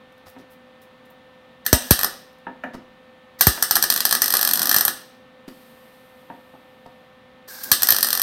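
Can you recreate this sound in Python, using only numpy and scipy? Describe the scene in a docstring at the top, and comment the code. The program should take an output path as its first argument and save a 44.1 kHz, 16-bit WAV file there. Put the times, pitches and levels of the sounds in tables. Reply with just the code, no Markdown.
"""A fan hums throughout a small workshop: blade harmonics, a case drone and the broadband noise of air.
First a torch knocks and scuffs on thin sheet steel, as decaying panel modes and grainy friction noise.
Two welds follow, with more handling in between: gas hisses through a resonant nozzle, the molten pool sputters,
and each short of the wire relights the arc with a snap that panel and room throw back; hard pops overload
the microphone. After the second weld come more knocks and a thin fading hiss, then a third weld to the end."""
import sys
import numpy as np
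from scipy import signal
from scipy.fft import rfft, irfft
from scipy.io import wavfile

SR = 44100
rng = np.random.default_rng(int(sys.argv[2]) if len(sys.argv) > 2 else 0)


def store_wav(level_fs):
    """Save 16-bit WAV to argv[1]."""
    pcm = np.round(np.clip(np.atleast_2d(level_fs), -1, 1) * 32767)
    wavfile.write(sys.argv[1], SR, pcm.T.astype(np.int16))


N = 362502
TIME = np.arange(N) / SR
EDGE_HZ = 15900  # upper band limit


def amp(db):
    """Level: converts decibels to an amplitude ratio."""
    return 10 ** (np.asarray(db) / 20)


def unit(x):
    """Normalisation: scales a signal to rms 1."""
    return x / np.sqrt(np.mean(x ** 2) + 1e-20)


def read(points, hz):
    """Interpolation: reads a (frequency, value) table on a log-frequency axis."""
    f, value = np.transpose(points)
    return np.interp(np.log(hz + 1), np.log(f + 1), value)


def bins(size):
    """Discrete spectrum: the frequencies [Hz] for this many samples."""
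    return np.fft.rfftfreq(size, 1 / SR)


def add(mix, s, sound):
    """Superposition: adds a sound into the mix at time s [s]."""
    part = mix[max(round(s * SR), 0):][:len(sound)]
    part += sound[:len(part)]


def noise(gain, size):
    """Spectral shaping: random noise of rms 1, weighted by the given gain."""
    return unit(irfft(rfft(rng.standard_normal(size)) * gain, size))


def drift(hz, order=12):
    """Low-pass randomness: slow noise up to about hz, computed every order samples at rms 1."""
    size = N // order + 2
    slow = noise(1 / (1 + (bins(size) / order / hz) ** 4), size)
    return np.interp(np.arange(N) / order, np.arange(size), slow)


def tilt_db(hz, slope):
    """Spectral tilt: a slope in dB per octave about 4 kHz, flat below 1 kHz."""
    return slope * np.log2(np.maximum(hz, 1000) / 4000)


def causal(db, smear=0):
    """Minimum phase: the click of energy 1 with this spectrum, its treble up to smear seconds late."""
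    size = 2 * len(db) - 2
    log_gain = np.log(amp(db))
    mirrored = np.r_[log_gain, log_gain[-2:0:-1]]
    phase = -signal.hilbert(mirrored).imag[:len(db)]
    # a quadratic phase delays each frequency in proportion to its height
    phase -= np.pi * smear * bins(size) ** 2 / EDGE_HZ
    click = irfft(np.exp(log_gain + 1j * phase))
    return click / np.linalg.norm(click)


def resonate(x, hz, width):
    """Heterodyning: shifts x down by the moving pitch hz, low-passes it and shifts it back."""
    turn = np.exp(2j * np.pi * np.cumsum(hz) / SR)
    r = np.exp(-np.pi * width / SR)
    smoothed = signal.lfilter([(1 - r) ** 2], [1, -2 * r, r * r], x / turn)
    return (turn * smoothed).real


FAN_HZ = 256.5  # mean blade rate
# Harmonics of the blade rate: (multiple, level [dB])
FAN_HARMONICS = [(1, -69.5), (2, -54.5), (3, -65), (4, -86), (5, -69.5), (6, -71.5), (7, -62.5), (8, -75)]
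# Relative spectrum of the moving air: (frequency [Hz], level [dB])
AIR_SPECTRUM = [(25, -31.5), (60, -19), (130, -13.5), (240, -8.5), (390, -20.5), (520, -12), (660, -17),
                (1150, -15.5), (1550, -22.5), (1850, -21), (2300, -21.5), (3700, -24), (5000, -36.5),
                (7000, -44.5), (16000, -47)]
AIR_DB = -53.5


def fan(waver=.0012, flutter_db=0.5, drone_hz=238, drone_width_hz=14, drone_db=-63.0):
    """Blade-passing tones: wavering harmonics, with a resonant drone of the case and rushing air."""
    hz = bins(N)
    turns = np.cumsum(FAN_HZ * (1 + waver * drift(4))) / SR
    tones = np.zeros(N)
    for multiple, db in FAN_HARMONICS:
        level = amp(db + flutter_db * drift(12)) * np.sqrt(2)
        tones += level * np.sin(2 * np.pi * (multiple * turns + rng.random()))
    drone = amp(drone_db) * noise(1 / (1 + ((hz - drone_hz) / drone_width_hz) ** 2), N)
    air = amp(AIR_DB) * noise(amp(read(AIR_SPECTRUM, hz)), N)
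    return tones + drone + air


# Relative spectrum of the thin hiss: (frequency [Hz], level [dB])
HISS_SPECTRUM = [(1500, -1.5), (4500, -1), (7200, -10), (8500, -2.5), (10500, -5.5), (13300, 2.5),
                 (16000, -10.5)]
HISS_START_S, HISS_STOP_S = 5.47, 7.05
HISS_DB, HISS_FADE_DB_PER_S = -56.5, 11  # starting level, steady fall


def hiss(attack=0.018, release=.1, waver_db=-0.4):
    """Exponential decay: a thin noise sets in beside a knock, wavers as it fades, then dies away."""
    age = np.maximum(TIME - HISS_START_S, 0)
    level = amp(HISS_DB - HISS_FADE_DB_PER_S * age + waver_db * drift(7.9))
    level *= np.minimum(age / attack, 1)
    level *= np.exp(-np.maximum(TIME - HISS_STOP_S, 0) / release)
    return level * noise(amp(read(HISS_SPECTRUM, bins(N))), N)


# Late reverberation of the room: (frequency [Hz], time to fall by 60 dB [s])
ROOM_T60 = [(100, 0.62), (500, 0.62), (1500, 0.48), (4000, 0.6), (9000, 0.38), (15000, 0.25)]


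def workshop(x, gap=.009, early_db=7, early_decay=0.024):
    """Diffuse reverberation: a noise tail after a short gap, strongest early, each band dying at its own speed."""
    hz, t, grains = signal.stft(rng.standard_normal(SR * 3 // 4), SR, nperseg=256)
    early = early_db * np.exp(-t / early_decay)
    late = -60 * t / read(ROOM_T60, hz)[:, None]
    tail = signal.istft(grains * amp(early + late), SR, nperseg=256)[1]
    tail = np.r_[np.zeros(round(gap * SR)), tail / np.linalg.norm(tail)]
    return signal.oaconvolve(x, tail)[:N]


# Wire tip and hand rubbing the steel: (time [s], length [s], level [dB], treble tilt [dB per octave])
RUBS = [(0.253, 0.04, -48.5, -4), (0.273, 0.042, -54, 6), (0.373, 0.056, -55, -4.5),
        (0.49, 0.064, -58.5, 7), (0.809, .04, -55.5, 7), (1.097, 0.018, -54, 12.5),
        (2.638, 0.0043, -46, -1), (2.73, 0.032, -39, -6.5), (5.148, 0.0055, -57, -2),
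        (5.476, 0.018, -41.5, -4.5), (6.86, 0.0079, -42.5, -7), (7.484, 0.006, -44, -2),
        (7.632, 0.017, -24.5, 5.5)]
# Relative spectrum of a rub: (frequency [Hz], level [dB])
RUB_SPECTRUM = [(500, 7), (2500, -1), (5000, 6.5), (7000, -0.5), (9500, 0), (13500, 3), (16000, -3)]
# The grip shifting, with faint ticks at random: (start [s], stop [s])
GRIP_SHIFTS = [(.1, .22), (.97, 1.06), (2.3, 2.45)]
TICK_S, TICK_DB, TICK_TILT = .012, -63.5, 2.2  # length, level, dB per octave


def scuffs(grain_db=4, count=2, size=8192):
    """Friction noise: short strokes with a rapid random grain, some dull and some bright."""
    out, hz = np.zeros(N), bins(size)
    ticks = []
    for start, stop in GRIP_SHIFTS:
        for s in start + (stop - start) * rng.random(count):
            ticks.append((s, TICK_S, TICK_DB, TICK_TILT))
    for s, length, db, slope in RUBS + ticks:
        stroke = signal.windows.tukey(round(length * SR), .7)
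        rub = noise(amp(read(RUB_SPECTRUM, hz) + tilt_db(hz, slope)), size)
        add(out, s, amp(db) * stroke * rub[:len(stroke)])
    return out * unit(amp(grain_db * drift(750)))


# Wire, torch and hand striking the panel:
# (time [s], thud [dB], clunk [dB], tap [dB], share of energy that rings on [0-1])
BLOWS = [(0.364, -42.5, -47, -49, 0.95), (1.106, -67, -51, -64, .9), (1.731, -32, -21, -36, 0.8),
         (2.468, -38, -29, -31.5, 0.87), (2.637, -34.5, -27.5, -26, 1), (2.746, -38.5, -45, -46, 0.7),
         (3.575, -45, -33, -28.5, 1), (5.479, -36.5, -58, -51, 0), (6.3, -38, -36, -42, 0.84),
         (6.538, -51, -41.5, -56, 0.84), (6.860, -51.5, -42, -54, 0.5)]
# Panel resonances, in three equal groups from low to high: (frequency [Hz], width [Hz], level [dB])
PANEL_MODES = [(160, 45, -9), (260, 54, 5), (383, 86, -6.5), (697, 200, 9.5), (926, 26, 12), (1140, 77, -2),
               (1270, 260, -0.5), (1700, 250, 4), (2520, 733, -8.5)]


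def knocks(thud_t60=0.25, clunk_t60=0.13, tap_t60=0.059, size=16384):
    """Modal decay: a blow gives one push and a ring of dense panel modes; the high ones die first."""
    out, t, hz = np.zeros(N), np.arange(size) / SR, bins(size)
    gains = []
    for group in np.split(np.array(PANEL_MODES), 3):
        gains.append(sum(amp(db) / (1 + ((hz - f) / width) ** 2) ** 1.5 for f, width, db in group))
    t60s = (thud_t60, clunk_t60, tap_t60)
    rises = (.003, .0012, .0003)  # s
    for s, *levels, share in BLOWS:
        share = np.clip(share, 0, 1)
        for db, gain, t60, rise in zip(levels, gains, t60s, rises):
            envelope = amp(db - 60 * t / t60) * (1 - np.exp(-t / rise))
            push = np.linalg.norm(envelope) * causal(20 * np.log10(gain))
            ring = envelope * noise(gain, size)
            add(out, s, np.sqrt(1 - share) * push + np.sqrt(share) * ring)
    return out


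# Flow while the trigger is held: (start [s], stop [s], level [dB], settled nozzle pitch [Hz])
GAS_FLOWS = [(1.648, 2.062, -41, 1710), (3.387, 4.891, -37.5, 1720), (7.476, 8.3, -39, 1606)]
# Relative spectrum of the rush: (frequency [Hz], level [dB])
GAS_SPECTRUM = [(200, -13.5), (800, -1), (1250, 1), (2400, -6.5), (3000, -9.5), (4200, 2), (5800, 2.5),
                (7200, -5.5), (8600, 1), (10600, -9), (11800, 2.5), (12700, 6), (13600, 1), (16000, -1.5)]


def gas(opening=0.0061, run_on=0.071, flutter_db=0.54, whistle_db=-7, whistle_width_hz=170,
        air_hz=260, flush=0.013):
    """Turbulence and cavity resonance: the nozzle's pitch falls as heavy shielding gas drives out the air."""
    flow, pitch = np.zeros((2, N))
    for on, off, db, hz in GAS_FLOWS:
        opened = np.clip((TIME - on) / opening, 0, 1)
        flow += amp(db) * opened * np.exp(-np.maximum(TIME - off, 0) / run_on)
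        pitch = np.where(TIME > on, hz + air_hz * np.exp(-abs(TIME - on) / flush), pitch)
    whistle = amp(whistle_db) * unit(resonate(rng.standard_normal(N), pitch, whistle_width_hz))
    rush = noise(amp(read(GAS_SPECTRUM, bins(N))), N)
    return flow * amp(flutter_db * drift(40)) * (whistle + rush)


# Swells of sputter: (time of the height [s], level [dB], rise [s], fall [s])
POOL_SWELLS = [(3.78, -47.5, 0.067, .8), (4.63, -35.5, .1, 0.1), (7.685, -43.5, 0.024, 0.11)]
# Relative spectrum of the sputter: (frequency [Hz], level [dB])
POOL_SPECTRUM = [(60, -36.5), (130, -14), (190, -2.5), (280, 3.5), (420, -13.5), (800, -3), (1300, -13.5),
                 (2500, -30.5)]


def pool(lump_db=4):
    """Random amplitude modulation: the molten pool's low, lumpy sputter comes in swells."""
    level = np.zeros(N)
    for s, db, rise, fall in POOL_SWELLS:
        level += amp(db) * np.exp(-((TIME - s) / np.where(TIME < s, rise, fall)) ** 2)
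    return level * unit(amp(lump_db * drift(45))) * noise(amp(read(POOL_SPECTRUM, bins(N))), N)


# Pops that blow the molten drop away with a push of air:
# (time [s], level [dB], decay [s], initial pitch above the final one [Hz])
DROP_BLASTS = [(1.7295, -4.5, 0.018, 1110), (1.9101, -2.5, 0.012, 670), (3.4705, -7, 0.024, 330),
               (4.764, -22.5, 0.0037, 414), (7.7173, -25.5, 0.013, 497), (7.923, -35, 0.011, 304)]
PUFF_DB, PUFF_DECAY_S, PUFF_HZ = -41, 0.0067, 219  # small push of every loud pop, dB re its body


def blasts(end_hz=46, quick_turns=1.1, settle=0.036, burst_db=-8.0, burst_decay=0.0045, burst_hz=3000):
    """Damped oscillation: a bursting drop cracks roughly and its air swings the microphone ever slower."""
    out, t = np.zeros(N), np.arange(SR // 6) / SR
    puffs = [(s, body_db + PUFF_DB, PUFF_DECAY_S, PUFF_HZ) for s, _, body_db in LOUD_POPS]
    dull = 1 / (1 + (bins(len(t)) / burst_hz) ** 4)
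    for s, db, decay, start_hz in DROP_BLASTS + puffs:
        turns = np.cumsum(end_hz + start_hz / (1 + t * start_hz / quick_turns) ** 1.5) / SR
        push = np.sin(2 * np.pi * turns) * np.exp(-t / decay - (t / settle) ** 2)
        burst = amp(burst_db) * noise(dull, len(t)) * np.exp(-t / burst_decay)
        add(out, s, amp(db) * (push + burst))
    return out


# Reflections off the panel and things nearby: (delay [s], level [dB], treble tilt [dB per octave])
REFLECTIONS = [(.00122, 2, 1.2), (.0024, -12, -1), (.00285, -8, 0.6), (.0051, -16, 0), (.0101, -15, 1.5),
               (.0114, -21, 0), (.0171, -21, 0), (.0198, -19, -1)]


def nearby(x, size=2048):
    """Image sources: the panel mirrors the torch a moment later; bodywork and floor follow."""
    hz = bins(size)
    paths = 1  # the direct sound
    for delay, db, slope in REFLECTIONS:
        paths = paths + amp(db + tilt_db(hz, slope)) * np.exp(-2j * np.pi * hz * delay)
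    return signal.oaconvolve(x, irfft(paths)[:size * 3 // 4])[:N]


def scatter(scatter_db=-7.0, scatter_decay=0.0039, size=1024):
    """Diffuse scattering: each snap meets a new random spray, as torch and pool never hold still."""
    t = np.arange(size) / SR
    spray = rng.standard_normal(size) * np.exp(-t / scatter_decay)
    spray *= t > REFLECTIONS[0][0]  # starts after the first reflection
    return (t == 0) + amp(scatter_db) * spray / np.linalg.norm(spray)


# Stretches of steady arc that crackle between the loud pops: (start [s], stop [s], relative crack level [dB])
STEADY_RUNS = [(1.993, 2.029, -7), (3.77, 3.803, -15), (3.901, 4, -1), (4.053, 4.182, -7.5),
               (4.219, 4.81, 0.5), (7.905, 8.217, -1)]
SHORT_S = .02  # nominal time between dips of the wire into the pool


def shorts(jitter=.1, spread_db=2.0, body_db=-10, body_spread_db=3.0):
    """Relaxation rhythm: shorts recur almost regularly, restarted by each pop. 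Rows like LOUD_POPS."""
    beats = []
    for start, stop, db in STEADY_RUNS:
        restarts = [s for s, *_ in LOUD_POPS if start + SHORT_S / 2 < s < stop - SHORT_S / 2]
        marks = [start] + restarts + [stop]
        for a, b in zip(marks, marks[1:]):
            beats += [(s, db) for s in np.linspace(a, b, round((b - a) / SHORT_S) + 1)[1:-1]]
    rows = []
    for (s, db), (late, hard, full) in zip(beats, rng.standard_normal((len(beats), 3))):
        crack_db = db + spread_db * hard
        rows.append((s + jitter * SHORT_S * late, crack_db, crack_db + body_db + body_spread_db * full))
    return rows


# Resonances that the gas nozzle beams forward: (frequency [Hz], width [Hz], lift [dB])
NOZZLE_RESONANCES = [(1160, 260, 11), (1637, 240, 1), (4430, 220, 9), (5240, 120, 16), (5920, 67, 7),
                     (8560, 130, -10.5), (9330, 130, -5.5), (11984, 380, 11.5), (13700, 250, -2),
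                     (12700, 380, 3.5)]


def nozzle_db(hz):
    """Resonant directivity: the lifts and dips that the nozzle gives to a snap, in dB."""
    return sum(db / (1 + (2 * (hz - f) / width) ** 2) for f, width, db in NOZZLE_RESONANCES)


# Loud pops, where the wire stubs and the arc relights hard:
# (time [s], relative crack level [dB], relative low-mid body level [dB])
LOUD_POPS = [(1.6641, 2, 1), (1.7289, 14, 4), (1.9082, 16.5, 6), (1.9912, -1, -5), (2.0323, 2.5, -1.5),
             (2.045, 1.5, -0.5), (3.4097, 14, 5), (3.4689, 14, 5.5), (3.6254, 9.5, 2), (3.7101, 9, 0),
             (3.755, 7.5, -8.5), (3.761, -0.5, -6), (3.7669, 2, 2), (3.8255, 6.5, -5), (3.8393, 2, 0),
             (3.9014, 9.5, -0.5), (3.9618, 2.5, -6), (4.0049, 3, -7.5), (4.0524, 9, -1), (4.1107, 3.5, -4),
             (4.1262, 8, 0.5), (4.151, 5, -6), (4.2192, 9, 1), (4.3243, 0, -14), (4.3389, 7, 1.5),
             (4.3689, 4, -9), (4.4498, 3, -6), (4.5352, 7, -7), (4.7137, 6.5, 1.5), (4.744, 6.5, 0),
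             (4.7637, 8.5, -0.5), (4.8092, 3.5, -1.5), (4.8512, 6, -2), (4.8803, 3.5, -2), (7.716, 16, 1),
             (7.8211, 0, -7), (7.832, 8, -1), (7.871, 1, -12), (7.8876, 10, 1), (7.905, 11, -5.5),
             (7.9224, 7.5, -3.5), (8.0287, 8.5, -0.5), (8.1295, 4.5, -4.5), (8.2172, 4, -14)]
# Relative spectrum of the crack: (frequency [Hz], level [dB])
CRACK_SPECTRUM = [(1500, -40.5), (2300, -14.5), (2900, -1), (3900, 2.5), (5000, 3), (6100, 2), (7000, -10),
                  (8500, 6.5), (10600, -3), (12500, 7), (14200, 4), (16000, -15.5)]
# Relative spectrum of the body: (frequency [Hz], level [dB])
BODY_SPECTRUM = [(40, -19), (90, -23), (230, -3), (450, -6.5), (780, -3), (1000, -7), (1250, 3), (1500, -1),
                 (1800, 2), (1980, -1.5), (2220, -27.5), (4000, -30)]


def arc(spit=0.13, spit_decay=0.00034, spit_spread_db=5, sizzle_db=-15, sizzle_rate=90, size=4096):
    """Impulse radiation: each snap is a click and a varying spit, with tiny spatter ticks after it.
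    Gives the sound of the nozzle's beam and the sound sent all round."""
    crack, body, burning = np.zeros((3, N))
    t = np.arange(128) / SR
    for s, crack_db, body_db in LOUD_POPS + shorts():
        spit_level = spit * amp(spit_spread_db * rng.uniform(-1.5, 1))
        burst = spit_level * rng.standard_normal(len(t)) * np.exp(-t / spit_decay)
        burst[0] = 1  # the click
        burst = np.convolve(burst / np.linalg.norm(burst), scatter())
        add(crack, s, amp(crack_db) * burst)
        add(body, s, amp(body_db) * burst)
        add(burning, s, np.ones(round(0.0075 * SR)))  # spatter may fall for 7.5 ms
    struck = rng.random(N) < burning * sizzle_rate / SR
    ticks = struck * rng.standard_normal(N) * amp(sizzle_db)
    hz = bins(size)
    radiated = []
    for lift in (nozzle_db(hz), 0):
        crack_click = causal(read(CRACK_SPECTRUM, hz) + lift, smear=0.0001)
        body_click = causal(read(BODY_SPECTRUM, hz) + lift)
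        sound = signal.oaconvolve(crack + ticks, crack_click)
        sound = sound + signal.oaconvolve(body + ticks / 2, body_click)
        radiated.append(sound[:N])
    return radiated


def scene():
    """Superposition: direct, reflected and reverberant sound of torch and handling, over hiss and fan."""
    beam, around = arc()
    flow = gas()
    handling = knocks() + scuffs()
    wet = workshop(amp(-2.5) * around + amp(-16.0) * flow + amp(-6.0) * handling)
    torch = amp(2.0) * nearby(beam) + blasts() + pool() + flow
    return (torch + handling + wet + hiss() + fan())[None]


def record(dry):
    """Saturation: the microphone overloads on the hardest snaps; a low-pass then limits the band."""
    clipped = dry / (1 + dry ** 8) ** (1 / 8)
    low_pass = signal.firwin(401, EDGE_HZ, window=("kaiser", 8), fs=SR)
    return signal.oaconvolve(clipped, low_pass[None], "same")


dry = scene()
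out = record(dry)
store_wav(out)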